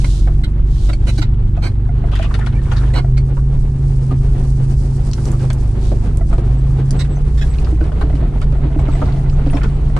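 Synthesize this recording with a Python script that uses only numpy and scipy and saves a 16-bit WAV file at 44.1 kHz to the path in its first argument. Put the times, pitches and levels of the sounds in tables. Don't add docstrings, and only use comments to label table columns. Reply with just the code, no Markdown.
import sys
import numpy as np
from scipy import signal
from scipy.fft import rfft, irfft, next_fast_len
from scipy.io import wavfile
from scipy.ndimage import uniform_filter1d, map_coordinates

SR = 44100
rng = np.random.default_rng(int(sys.argv[2]) if len(sys.argv) > 2 else 0)


def unload_audio(sound):
    columns = np.transpose(np.atleast_2d(sound))
    steps = np.round(np.clip(columns, -1, 1) * 32767)
    wavfile.write(sys.argv[1], SR, steps.astype(np.int16))


N = 440559

# start_s, rumble_db, drumming_db, crackle_db
GROUND_LEVELS = [(0, -15.5, -34, -53.5), (1.3, -17, -34, -53.5), (3.3, -16.5, -31.5, -60),
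                 (6, -17, -28, -56.5), (8.9, -14, -28, -50), (9.99, -14, -28.5, -66.5)]
# start_s, turning_s, end_s, rise_db (of the crackle)
# The row at 5.18 s has its last two times out of order, so it has no regular fall.
ROUGH_STRETCHES = [(1.9, 2.31, 2.8, 15), (2.5, 2.87, 3.02, 19.5), (5.18, 5.34, 5.29, 18.5),
                   (7.32, 7.51, 7.78, 10), (8.65, 8.9, 9.6, 9), (9.3, 9.54, 10.4, 18)]
# start_s, level_db
RUSTLE_LEVELS = [(0, -41.5), (.3, -57), (.7, -64.5), (1, -57), (1.3, -64), (2.6, -61), (3.4, -57),
                 (5.3, -46.5), (5.62, -53), (7.3, -55), (9.99, -61.5)]
# (per Hz, relative)
RUMBLE_COLOUR = [(8, -20.5), (20, 1.5), (40, 1.5), (70, -6.5), (120, -10.5), (180, -23), (300, -41),
                 (400, -120)]
# (per Hz, relative)
DRUMMING_COLOUR = [(100, -13), (170, -9), (188, -11), (304, -19), (363, -16), (634, -29.5), (738, -25.5),
                   (987, -32), (3500, -47.5), (4550, -50.5), (7700, -120)]
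# (per Hz, relative)
RUSTLE_COLOUR = [(1800, -43.5), (3000, -16.5), (4800, -3), (5700, -4), (6800, -5.5), (8600, -4),
                 (10500, -8.5), (12000, -18.5), (16000, -22.5)]
# pitch_hz, likeness (1 = identical)
EAR_LIKENESS = [(60, 0.98), (260, 0.97), (550, 0.71), (1100, 0.14), (10000, 0.15)]
# start_s, loudest_s, end_s, level_db
LEAF_SWEEPS = [(-.1, 0.125, 0.29, -39), (0.64, 0.872, 0.98, -41.5), (0.998, 1.17, 1.27, -43.5),
               (5.792, 5.864, 5.96, -42.5), (8.842, 8.95, 9.3, -48)]
# (per Hz, relative)
SWEEP_COLOUR = [(2000, -23), (3000, -7.5), (3800, -3.5), (5200, -8), (6500, -9), (9500, -13.5),
                (12000, -23.5)]
# start_s, length_s, pitch_hz, level_db
NARROW_TONES = [(2.53, 0.059, 2300, -50), (2.56, 0.051, 1710, -47), (4.106, 0.015, 1163, -32),
                (6.329, 0.021, 7827, -49), (6.33, 0.021, 6850, -59), (6.572, 0.032, 7700, -58),
                (6.961, 0.076, 7750, -48.5), (7.093, 0.069, 7840, -55), (7.143, 0.041, 6160, -57),
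                (7.411, 0.028, 1700, -31), (7.491, 0.045, 7900, -51), (8.555, 0.044, 7704, -62),
                (8.778, 0.046, 7670, -56), (8.79, 0.027, 6200, -65), (8.91, 0.071, 7777, -53),
                (9.04, .035, 7750, -65), (9.305, .07, 6180, -64), (9.286, 0.084, 7620, -61),
                (9.505, 0.017, 9340, -41), (9.538, 0.039, 5500, -53), (9.702, 0.086, 7710, -65)]
# start_s, length_s, middle_pitch_hz, level_db
PAINT_SCRAPES = [(2.115, .075, 2940, -39), (2.211, 0.054, 2830, -34.5), (2.406, .04, 1535, -37),
                 (2.663, 0.038, 1430, -45.5), (2.746, .085, 1440, -41), (2.764, 0.027, 4200, -36)]
# start_s, level_db, middle_pitch_hz
PANEL_TAPS = [(2.084, -35.5, 1350), (2.131, -29, 850), (2.244, -33, 830), (2.259, -35, 890),
              (2.309, -29, 1150), (2.718, -26.5, 1250), (2.835, -31.5, 1180), (2.902, -39, 1300),
              (5.504, -29, 2130), (5.918, -23.5, 466), (7.538, -38, 3005), (7.585, -32, 3423),
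              (7.646, -33, 3700), (7.67, -37, 1170), (8.958, -39, 2639), (9.056, -39, 3500),
              (9.123, -39, 3296), (9.296, -35.5, 3300), (9.616, -28, 1490)]
# start_s, level_db, lowest_hz, highest_hz, left_over_right_db
TWIG_SNAPS = [(2.47, -22.5, 890, 1910, 9), (5.1136, -25, 4000, 10500, -4), (5.134, -16, 4070, 6200, -1),
              (5.255, -21.5, 4860, 10910, -2), (5.3166, -20.5, 6200, 10900, -8),
              (5.5027, -16.5, 604, 10200, -3.5), (5.5315, -19.5, 6455, 11000, -3),
              (6.172, -22.5, 6000, 11110, -9), (6.9078, -15, 4340, 10600, -1.5)]
# start_s, level_db
DOOR_KNOCKS = [(1.891, -25.5), (2.04, -21.5), (3.045, -23.5), (6.21, -23), (6.328, -20), (7.169, -23),
               (7.892, -27), (8.754, -29), (8.871, -23), (8.952, -20), (9.087, -25), (9.261, -23),
               (9.393, -24), (9.533, -16.5), (9.9, -27)]
# pitch_hz, level_db, decay_s (time to fall 60 dB)
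DOOR_MODES = [(460, -12, 0.024), (664, -1, 0.044), (1367, -10.5, 0.026), (2055, -14.5, 0.033)]
# start_s, end_s, level_db
DOOR_CHATTER = (7.7, 9.75, -31.5)
# start_s, level_db, length_s, pitch_factor, brightness_db (per octave)
TRIM_CREAKS = [(0.044, -19, 0.0091, 0.96, -1.9), (0.436, -22, 0.016, 0.946, 1),
               (0.89, -21.5, 0.018, 0.9, -4), (.931, -20.5, 0.0082, 1.02, 0),
               (1.069, -21, 0.044, 0.963, -0.5), (1.178, -23, 0.023, 0.99, 1.3),
               (1.216, -18, 0.02, 0.944, -0.5), (1.621, -21.5, 0.072, 1, -1.5),
               (2.936, -21.5, .012, 0.857, -1.5), (2.949, -17, 0.057, 0.983, -0.8),
               (3.171, -24, 0.016, 1.01, -0.5), (6.991, -25, 0.039, 0.924, 4.5),
               (7.374, -29.5, 0.03, 0.84, 1.5), (7.41, -25.5, 0.031, 0.87, 2)]
# pitch_hz, width_hz, level_db
TRIM_MODES = [(326, 55, -6), (750, 210, -5.5), (1035, 380, -6.5), (1505, 255, -3.5), (2246, 340, 0.5),
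              (3010, 370, -5.5), (4160, 450, 1.5), (5900, 1700, -1.5), (8130, 780, -10.5)]
# start_s, dull_db, middle_db, left_over_right_db
PART_RATTLES = [(0.27, -28, -44, 1), (1.567, -28, -46, 1.5), (2.115, -34.5, -44, 7), (2.154, -46, -32, 0),
                (2.189, -35, -37, 1), (2.226, -50, -31.5, 2), (2.34, -37, -29, 3), (2.388, -31, -37, 5),
                (2.461, -42, -33, 2), (2.715, -25.5, -31.5, 4), (3.369, -28.5, -51.5, -6),
                (4.111, -31, -44.5, -5), (5.178, -35, -44, -6), (5.325, -32, -48, -7),
                (5.395, -51, -42.5, -3), (6.326, -26, -43, -4.5), (6.38, -27, -42.5, -2.5),
                (7.044, -45, -41.5, -6), (7.668, -27, -52, 3.5), (7.805, -24.5, -45, -3),
                (7.839, -30, -46, 3), (7.918, -29.5, -47, 2), (8.011, -23, -36, 1), (8.095, -34, -47, 5),
                (8.151, -43, -41, 3), (8.414, -31, -35.5, -1), (8.521, -33, -49, 0), (8.79, -27.5, -41, 2),
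                (8.88, -26.5, -46, -1), (9.017, -20.5, -44, -3), (9.461, -29, -42, -3),
                (9.531, -25, -44, 8), (9.567, -24, -35.5, 3.5), (9.632, -22.5, -32.5, -1),
                (9.964, -24, -35, 0)]
# lowest_hz, highest_hz
RATTLE_RANGES = [(420, 1578), (1200, 4920), (5000, 10500)]
# start_s, level_db, pitch_hz
BODY_THUMPS = [(1.186, -17.5, 306), (4.114, -17, 260.8), (5.917, -17, 209.2), (5.934, -27, 400),
               (6.382, -20.5, 354), (7.725, -16.5, 309), (7.814, -16, 317.4), (8.032, -18.5, 297),
               (8.137, -17, 279), (8.452, -18, 179.2), (8.652, -17.5, 308), (8.761, -14, 298),
               (8.882, -16, 287), (9.014, -18.5, 279), (9.464, -14, 280.5), (9.543, -12.5, 280.5),
               (9.659, -17.5, 187.7)]
# start_s, shaft_hz (turns a second), hum_db (of the second order)
ENGINE_SPEED = [(0.0, 22.34, -13), (0.61, 24.15, -11), (1.32, 25.19, -16), (1.6, 23.84, -14.5),
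                (1.93, 25.84, -16), (2.23, 24.29, -15), (2.62, 25.95, -21), (2.89, 25.28, -13),
                (3.22, 26.59, -16), (3.65, 27.16, -21.5), (4.05, 26.28, -17.5), (4.96, 26.74, -20.5),
                (5.4, 25.8, -19), (5.87, 25.38, -15.5), (6.28, 23.41, -14.5), (6.59, 26.81, -13),
                (6.89, 26.86, -24), (7.08, 28, -16.5), (7.72, 29.24, -17.5), (8.8, 27.37, -20.5),
                (9.9, 28.42, -23)]
# multiple (of the shaft speed), level_db
ENGINE_ORDERS = [(1, -24.5), (3, -24.5), (4, -27.5), (5, -16.5), (6, -24.5), (8, -21.5), (9, -18),
                 (10, -22.5), (13, -23.5), (15, -24)]
# pitch_hz, gain_db
CABIN_GAIN = [(20, -8.5), (90, -6), (101, 3.5), (108, -2), (116, -17.5), (122, -11.5), (128, -2.5),
              (134, 1.5), (142, -3.5), (150, -13), (165, -21)]
# pitch_hz, gain_db
MIC_GAIN = [(9800, 0), (11000, -5.5), (13000, -7), (15500, -20.5)]

DRUM_SHARE, RUSTLE_SHARE = 0.17, 0.49
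BUMP_DB = -11
WAVER_HZ = 65
SLIP_DB = -6.5
BRIGHT_DB = -7.5
SPRAY_S, SPRAY_DECAY_S, SWELL_S = 0.045, 0.087, 0.0054
LUG_HZ, LUG_DB_PER_HZ = 26.06, 1.19
PULSE_RAD = 2.0
BOOM_HZ, BOOM_WIDTH_HZ = 131, 6
TOP_HZ = 15800


def amp(db):
    return 10 ** (np.asarray(db) / 20)


def unit(x):
    return x / np.sqrt(np.mean(x ** 2) + 1e-20)


def along(points, hz):
    point_hz, values = np.transpose(points)
    return np.interp(np.log(hz + 1), np.log(point_hz + 1), values)


def curves(rows):
    s, *columns = np.transpose(rows)
    return [np.interp(np.arange(N) / SR, s, column) for column in columns]


def swell(rows, power=1):
    t = np.arange(N) / SR
    return sum(height * np.interp(t, (first, second, third), (0, 1, 0)) ** power
               for first, second, third, height in rows)


def wobble(rate):
    points = rng.standard_normal(int(N * rate / SR) + 4)
    return map_coordinates(points, [np.arange(N) * rate / SR])


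def filtered(x, response):
    size = next_fast_len(N + SR // 2)
    spectrum = rfft(x, size) * response(np.fft.rfftfreq(size, 1 / SR))
    return irfft(spectrum, size)[..., :N]


def rush(colour, grit_db):
    pair = rng.standard_normal((2, N)) * amp(grit_db * wobble(300))

    def middle_and_side(hz):
        angle = np.arccos(np.clip(along(EAR_LIKENESS, hz), -1, 1)) / 2
        return amp(along(colour, hz)) * [np.cos(angle), np.sin(angle)]

    middle, side = filtered(pair, middle_and_side)
    return unit(np.array([middle + side, middle - side]))


def add(track, s, sound):
    part = track[..., round(s * SR):][..., :sound.shape[-1]]
    part += sound[..., :part.shape[-1]]


def grains(s, db, pan_db, low_hz, high_hz, cycles):
    chance = rng.random((len(s), 3))
    hz = low_hz * (high_hz / low_hz) ** chance[:, :1]
    t = np.arange(int(3 * SR * cycles / low_hz)) / SR
    index = np.clip((s * SR).astype(int)[:, None] + np.arange(len(t)), 0, N).ravel()
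    shape = np.exp(-t * hz / cycles) * (1 - np.exp(-t * hz / 0.061))
    uneven_db = -2.07 * np.log(1 - chance[:, 2]) - 1.48 * chance[:, 0]
    out = []
    for ear in (1, -1):
        ring = shape * np.sin(2 * np.pi * hz * t + ear * 2.0 * (chance[:, 1:2] - 0.5))
        level = amp(db + ear * pan_db / 2 + uneven_db)
        out.append(np.bincount(index, (ring * level[:, None]).ravel(), N + 1)[:N])
    return np.array(out)


def ground():
    rumble_db, drumming_db, crackle_db = curves(GROUND_LEVELS)
    rough_db = swell(ROUGH_STRETCHES)
    drumming_db = drumming_db + DRUM_SHARE * rough_db
    rustle_db = curves(RUSTLE_LEVELS)[0] + RUSTLE_SHARE * rough_db

    rumble = amp(rumble_db) * rush(RUMBLE_COLOUR, grit_db=-0.9)
    drumming = amp(drumming_db) * unit(amp(3.05 * wobble(25)) * rush(DRUMMING_COLOUR, grit_db=1.0))

    twig_s = rng.random(9000) * N / SR
    twig_db = (crackle_db + rough_db + 2.96 * wobble(30))[(twig_s * SR).astype(int)]
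    twig_pan_db = rng.normal(-1.5, 4, len(twig_s))
    crackle = grains(twig_s, twig_db, twig_pan_db, low_hz=796, high_hz=4150, cycles=3.17)

    bump_s = rng.random(350) * N / SR
    bump_db = drumming_db[(bump_s * SR).astype(int)] + BUMP_DB
    bumps = grains(bump_s, bump_db, -1.5 + 0 * bump_s, low_hz=262.0, high_hz=1310, cycles=5.4)

    rustle_level = amp(rustle_db + 2.0 * wobble(28) + [[-1.2], [1.2]])
    rustle = rustle_level * rush(RUSTLE_COLOUR, grit_db=1.5)
    return rumble + drumming + crackle + bumps + rustle


def sweeps():
    rows = [(start, top, end, amp(db)) for start, top, end, db in LEAF_SWEEPS]
    stroke = swell(rows, power=0.86)
    return stroke * amp([[-1.1], [1.1]]) * rush(SWEEP_COLOUR, grit_db=1.7)


def narrow_tones():
    out, drift, flutter = np.zeros((2, N)), wobble(150), wobble(120)
    for s, length, hz, db in NARROW_TONES:
        i = round(s * SR) + np.arange(round(length * SR))
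        phase = 2 * np.pi * np.cumsum(hz + WAVER_HZ * drift[i]) / SR
        tone = np.sin(phase + [[0], [1.5]])
        fade = np.sqrt(np.hanning(len(i)))
        add(out, s, 2 * amp(db + 2.5 * flutter[i]) * fade * tone)
    return out


def scrapes():
    out = 0
    for s, length, hz, db in PAINT_SCRAPES:
        u = rng.random(int(length * 2500))
        level_db = db + 9 * np.log10(np.sin(np.pi * u ** 0.6) + 0.1)
        out = out + grains(s + u * length, level_db, 2.5 + 0 * u, hz / 1.18, hz * 1.19, cycles=2.7)
    return out


def taps():
    out = 0
    for s, db, hz in PANEL_TAPS:
        late = 0.009 * rng.random(12) ** 3
        level_db = db - 4.5 - 600 * late
        out = out + grains(s + late, level_db, -1.5 + 0 * late, hz / 1.42, hz * 1.6, cycles=5.3)
    return out


def snaps():
    out, bunch = 0, np.ones(40)
    for s, db, low_hz, high_hz, pan_db in TWIG_SNAPS:
        times = s + 0.0018 * rng.random(len(bunch)) ** 2
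        grain_db = (db - 10 * np.log10(len(bunch))) * bunch
        out = out + grains(times, grain_db, pan_db * bunch, low_hz, high_hz, cycles=2.35)
    return out


def knocks():
    out, t = np.zeros(N), np.arange(SR // 10) / SR
    start, end, chatter_db = DOOR_CHATTER
    chatter = [(start + (end - start) * when, chatter_db + 8 * (size - 0.5))
               for when, size in rng.random((50, 2))]
    for s, db in list(DOOR_KNOCKS) + chatter:
        ring = 0
        for hz, mode_db, decay_s in DOOR_MODES:
            fade = amp(db + mode_db + rng.normal(0, 0.67) - 60 * t / decay_s)
            ring = ring + fade * np.sin(2 * np.pi * hz * rng.normal(1, 0.031) * t)
        add(out, s, ring * (1 - np.exp(-t / 0.00061)))
    return out * amp([[-2.5], [2.5]])


def creaks():
    out, t = np.zeros((2, N)), np.arange(SR // 25) / SR
    for s, db, length, pitch, bright_db in TRIM_CREAKS:
        u = np.arange(round(length * SR)) / (length * SR)
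        chance = rng.standard_normal((3, SR // 10))[:, :len(u)]
        count = np.floor(np.cumsum(330 * amp(8 * chance[0])) / SR - 1e-6)
        slips = np.minimum(np.diff(count, prepend=-2), 1)
        drive = slips * amp(2.0 * chance[1]) + 0.089 * chance[2]
        drive *= np.minimum(1, 0.51 + 3 * u) * np.minimum(1, 3.0 * (1 - u))

        phases = rng.uniform(-0.9, 0.9, (len(TRIM_MODES), 1, 1)) * [[1], [-1]]
        ring = 0
        for (hz, width_hz, mode_db), phase in zip(TRIM_MODES, phases):
            level = amp(mode_db + bright_db * np.log2(hz / 2000) + rng.normal(0, 0.57))
            tone = np.sin(2 * np.pi * hz * pitch * t + phase)
            ring = ring + level * np.exp(-np.pi * width_hz * t) * tone
        ring = ring * (1 - np.exp(-t / 0.00008))
        tick = uniform_filter1d(rng.standard_normal((2, len(t))), size=4)
        ring += 1.2 * amp(-60 * t / 0.0031) * tick
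        add(out, s, amp(db + SLIP_DB) * signal.fftconvolve(drive[None], ring, axes=1))
    return out * amp([[-2.2], [2.2]])


def rattles():
    s, dull_db, middle_db, pan_db = np.transpose(PART_RATTLES)[:, :, None]
    levels = (dull_db, middle_db, middle_db + BRIGHT_DB)
    ring_cycles, grain_counts = (5.5, 7.5, 7), (16, 60, 60)
    out = 0
    for (low_hz, high_hz), db, cycles, count in zip(RATTLE_RANGES, levels, ring_cycles, grain_counts):
        late = rng.random((len(s), count)) ** 2.2 * SPRAY_S
        swell_db = 20 * np.log10(1.3 - np.exp(-late / SWELL_S))
        level_db = db - 60 * late / SPRAY_DECAY_S + swell_db
        pans = (pan_db + 0 * late).ravel()
        out = out + grains((s + late).ravel(), level_db.ravel(), pans, low_hz, high_hz, cycles)
    return out


def thumps():
    out, t = np.zeros(N), np.arange(SR // 6) / SR
    blow = amp(-60 * t / 0.11) * (1 - np.exp(-t / 0.0024))
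    for s, db, hz in BODY_THUMPS:
        upper = 0.81 * amp(-60 * t / 0.019) * np.sin(2 * np.pi * 2.12 * hz * t)
        ring = np.sin(2 * np.pi * hz * t) + upper
        add(out, s, amp(db) * blow / blow.max() * ring)
    return out


def engine():
    shaft_hz, hum_db = curves(ENGINE_SPEED)
    load_db = LUG_DB_PER_HZ * (LUG_HZ - shaft_hz)
    angle = 2 * np.pi * np.cumsum(shaft_hz * (1 + 0.002 * wobble(12))) / SR
    out = amp(hum_db + 1.83 * wobble(9)) * np.cos(2 * angle + PULSE_RAD)
    for multiple, db in ENGINE_ORDERS:
        order_hz = multiple * shaft_hz
        lag = np.pi / 2 + np.arctan((order_hz - BOOM_HZ) / BOOM_WIDTH_HZ)
        level = amp(db + load_db + along(CABIN_GAIN, order_hz) + 1.83 * wobble(6))
        out += level * np.cos(multiple * angle + PULSE_RAD - lag)
    return np.sqrt(2) * out


def cabin(x):
    out, t, step = x.copy(), np.arange(SR // 8) / SR, SR // 25
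    for i in range(0, N, step):
        tail = rng.standard_normal((2, len(t))) * amp(-60 * t / 0.08)
        tail = tail / np.linalg.norm(tail[0])
        add(out, i / SR, amp(-2.5) * signal.fftconvolve(x[:, i:i + step], tail, axes=1))
    return out


def scene():
    road = ground() * amp([[-0.35], [0.35]])
    body = thumps() * amp([[-0.9], [0.9]])
    motor = engine() * amp([[-0.4], [0.4]])
    small_sounds = narrow_tones() + scrapes() + taps() + snaps() + knocks() + creaks() + rattles()
    return road + sweeps() + cabin(small_sounds) + body + motor


def record(dry):
    soft = dry / (1 + np.abs(dry / 0.88) ** 6) ** (1 / 6)
    return filtered(soft, lambda hz: amp(along(MIC_GAIN, hz)) * (hz < TOP_HZ))


dry = scene()
out = record(dry)
unload_audio(out)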